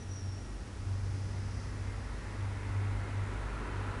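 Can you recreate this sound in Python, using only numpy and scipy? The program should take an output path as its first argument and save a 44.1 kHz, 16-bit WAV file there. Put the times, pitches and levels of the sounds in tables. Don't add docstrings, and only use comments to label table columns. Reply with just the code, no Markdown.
import sys
import numpy as np
from scipy import signal
from scipy.fft import rfft, irfft
from scipy.io import wavfile

SR = 44100
rng = np.random.default_rng(int(sys.argv[2]) if len(sys.argv) > 2 else 0)


def bounce(signal):
    frames = np.transpose(np.atleast_2d(signal))
    limited = np.clip(frames, -1, 1)
    pcm = np.round(limited * 32767).astype(np.int16)
    wavfile.write(sys.argv[1], SR, pcm)


N = 176400


def from_db(db):
    return 10 ** (np.asarray(db) / 20)


def rms_one(x):
    return x / np.sqrt(np.mean(x ** 2) + 1e-20)


def seconds():
    return np.arange(N) / SR


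def in_time(rows):
    return np.interp(seconds(), *np.transpose(rows))


def drift(corner_hz):
    step, settling = 40, 2000
    pole = np.exp(-2 * np.pi * corner_hz * step / SR)
    white = rng.standard_normal(N // step + settling + 2)
    slow = signal.lfilter([1], [1, -2 * pole, pole * pole], white)[settling:]
    return np.interp(np.arange(N) / step, np.arange(len(slow)), rms_one(slow))


def coloured_noise(spectrum):
    hz, db = np.transpose(spectrum)
    bin_hz = np.maximum(np.arange(N // 2 + 1) * SR / N, 1)
    gain = from_db(np.interp(np.log(bin_hz), np.log(hz), db))
    return rms_one(irfft(rfft(rng.standard_normal(N)) * gain, N))


def resonant_noise(hz, width_hz):
    edges_hz = [max(hz - width_hz / 2, 10), hz + width_hz / 2]
    band = signal.butter(2, edges_hz, "band", fs=SR, output="sos")
    return rms_one(signal.sosfilt(band, rng.standard_normal(N + SR))[SR:])


def tone(hz):
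    cycles = np.cumsum(hz * np.ones(N)) / SR + rng.random()
    return np.sqrt(2) * np.sin(2 * np.pi * cycles)


def room_tone():
    # f/Hz, relative level/dB
    spectrum = [(100, -3), (165, -6), (200, 2.5), (245, -3.5), (285, -1.5), (380, -4), (520, -10),
                (700, -12.5), (850, -19), (1100, -20), (1400, -14), (1800, -22.5), (2400, -21.5),
                (3300, -23), (4200, -23.5), (5600, -24), (7000, -26), (10300, -28.5), (12000, -25)]
    return from_db(-50) * coloured_noise(spectrum)


def diffuser():
    # f/Hz, mean level/dB
    partials = [(241, -62), (813, -71.5), (1899, -71.5)]
    waver_db = 2.0
    speed = 1 + 0.00397 * drift(corner_hz=14.8)
    return sum(from_db(db + waver_db * drift(corner_hz=1)) * tone(hz * speed) for hz, db in partials)


def squeak():
    peak_s, spread_s = 1.916, 0.031
    swell = np.exp(-.5 * ((seconds() - peak_s) / spread_s) ** 2)
    return from_db(-58) * swell * resonant_noise(2090, width_hz=46)


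def whistle():
    # t/s, level/dB
    tone_level = [(0, -68), (.025, -56), (.05, -78), (.12, -55), (.17, -52.5), (.25, -69), (.31, -72),
                  (.38, -66), (.45, -72), (.7, -93)]
    # t/s, level/dB
    fray_level = [(0, -72), (.12, -62.5), (.27, -59), (.45, -65), (.7, -77), (1.2, -100)]
    # t/s, level/dB
    hiss_level = [(0, -83), (.7, -68), (1.1, -62.5), (1.4, -62.5), (1.6, -60), (1.74, -65.5), (2.2, -67.5),
                  (2.7, -71), (3.2, -100)]
    start_hz, sag_hz, sag_s = 5900, 164, 0.11
    jitter_hz = 13.8 * drift(corner_hz=60)
    flutter_db = 3.5 * drift(corner_hz=87)
    pitch_hz = start_hz - sag_hz * (1 - np.exp(-seconds() / sag_s)) + jitter_hz
    clear = from_db(in_time(tone_level) + flutter_db) * tone(pitch_hz)
    frayed = from_db(in_time(fray_level)) * resonant_noise(5550, width_hz=260)
    hiss = from_db(in_time(hiss_level)) * resonant_noise(5360, width_hz=1600)
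    return clear + frayed + hiss


def wall_reflections(direct, count=8):
    echo_db, earliest_s, latest_s = -17, .006, .045
    heard = direct.copy()
    for when, polarity in rng.random((count, 2)):
        lag = int(SR * (earliest_s + when * (latest_s - earliest_s)))
        heard[lag:] += np.sign(polarity - .5) * from_db(echo_db) * direct[:N - lag]
    return heard


def window():
    # f/Hz, bandwidth/Hz, level/dB at the nearest approach
    modes = [(259, 105, -58), (376, 76, -54), (975.7, 75, -57.5), (1379, 190, -52)]
    nearest_s, approach_db_per_s = 3.66, 10
    distance_db = -approach_db_per_s * np.maximum(nearest_s - seconds(), 0)
    return sum(from_db(db + distance_db) * resonant_noise(hz, width) for hz, width, db in modes)


def tyres():
    # f/Hz, relative level/dB
    rush_spectrum = [(120, -16.5), (200, 3), (290, 6.5), (330, -5), (450, 2.5), (600, -1), (740, -2),
                     (830, 1), (980, 1.5), (1150, 0), (1400, -2.5), (1560, -3), (1700, -.5), (2050, -5),
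                     (2280, -8), (2520, -8), (3000, -14.5), (4200, -19), (7000, -47)]
    # t/s, level/dB
    rush_level = [(0, -59), (.8, -56.5), (1.6, -54), (2.4, -50), (3.1, -48.5), (4, -45.5)]
    # t/s, level/dB
    tread_level = [(0, -88), (1.2, -69), (1.7, -63), (1.9, -68), (2.1, -63), (3.1, -58.5), (4, -67)]
    tread = from_db(in_time(tread_level)) * resonant_noise(2042, width_hz=280)
    rush = from_db(in_time(rush_level)) * coloured_noise(rush_spectrum)
    return tread + rush


def engine():
    # t/s, f/Hz
    firing_rate = [(0, 94.3), (.6, 95.7), (1.0, 96.68), (1.6, 97.45), (2.1, 98.55), (3.1, 99), (4, 98.5)]
    # t/s, level/dB
    drone_level = [(0, -48), (.05, -46), (.1, -37.5), (.16, -44), (.27, -36.5), (.42, -49), (.64, -51),
                   (.9, -34), (1.1, -35.5), (1.3, -39), (1.49, -36.5), (1.58, -40), (1.85, -39.5),
                   (2.3, -52.5), (2.39, -35.5), (2.52, -36.5), (2.61, -42.5), (2.78, -31.5), (2.9, -33.5),
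                   (3.07, -40.5), (3.19, -32.5), (3.38, -44), (3.64, -59), (3.77, -37.5), (3.89, -39),
                   (4, -49)]
    # t/s, level/dB
    throb_level = [(0, -49.5), (.33, -54), (.55, -40.5), (.75, -57), (.98, -40), (1.25, -56), (1.42, -62),
                   (1.6, -48.5), (2.15, -41), (2.42, -49), (2.67, -42.5), (2.84, -51), (2.97, -36.5),
                   (3.1, -50), (3.43, -38), (4, -44.5)]
    # t/s, level/dB
    overtone_level = [(0, -72), (.85, -73), (1.15, -58), (1.75, -54), (2.0, -71), (2.7, -66), (3.05, -62),
                      (3.35, -58), (3.65, -56), (4, -54)]
    # f/Hz, relative level/dB
    rumble_spectrum = [(15, -17), (25, -13), (33, -1), (38, -3), (44, -1.5), (52, -7), (60, 5.5),
                       (75, -0.5), (95, -2), (110, -6), (123, 1), (138, -14), (180, -14), (300, -47)]
    # t/s, level/dB
    rumble_level = [(0, -47.5), (1.2, -43.5), (1.7, -43), (2.1, -43), (2.45, -46), (2.8, -46.5),
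                    (3.4, -43.5), (3.8, -50), (4, -41)]
    firing_hz = in_time(firing_rate)
    drone = from_db(in_time(drone_level)) * tone(firing_hz)
    throb = from_db(in_time(throb_level)) * tone(firing_hz / 2)
    overtone = from_db(in_time(overtone_level)) * tone(firing_hz * 1.5)
    rumble = from_db(in_time(rumble_level)) * coloured_noise(rumble_spectrum)
    return drone + throb + overtone + rumble


def scene():
    vehicle = engine() + window() + wall_reflections(tyres())
    return (vehicle + diffuser() + whistle() + room_tone() + squeak())[None]


def record(dry):
    stopband_hz, attenuation_db = 12000, 70
    low_pass = signal.cheby2(14, attenuation_db, stopband_hz, fs=SR, output="sos")
    return signal.sosfilt(low_pass, dry)


dry = scene()
out = record(dry)
bounce(out)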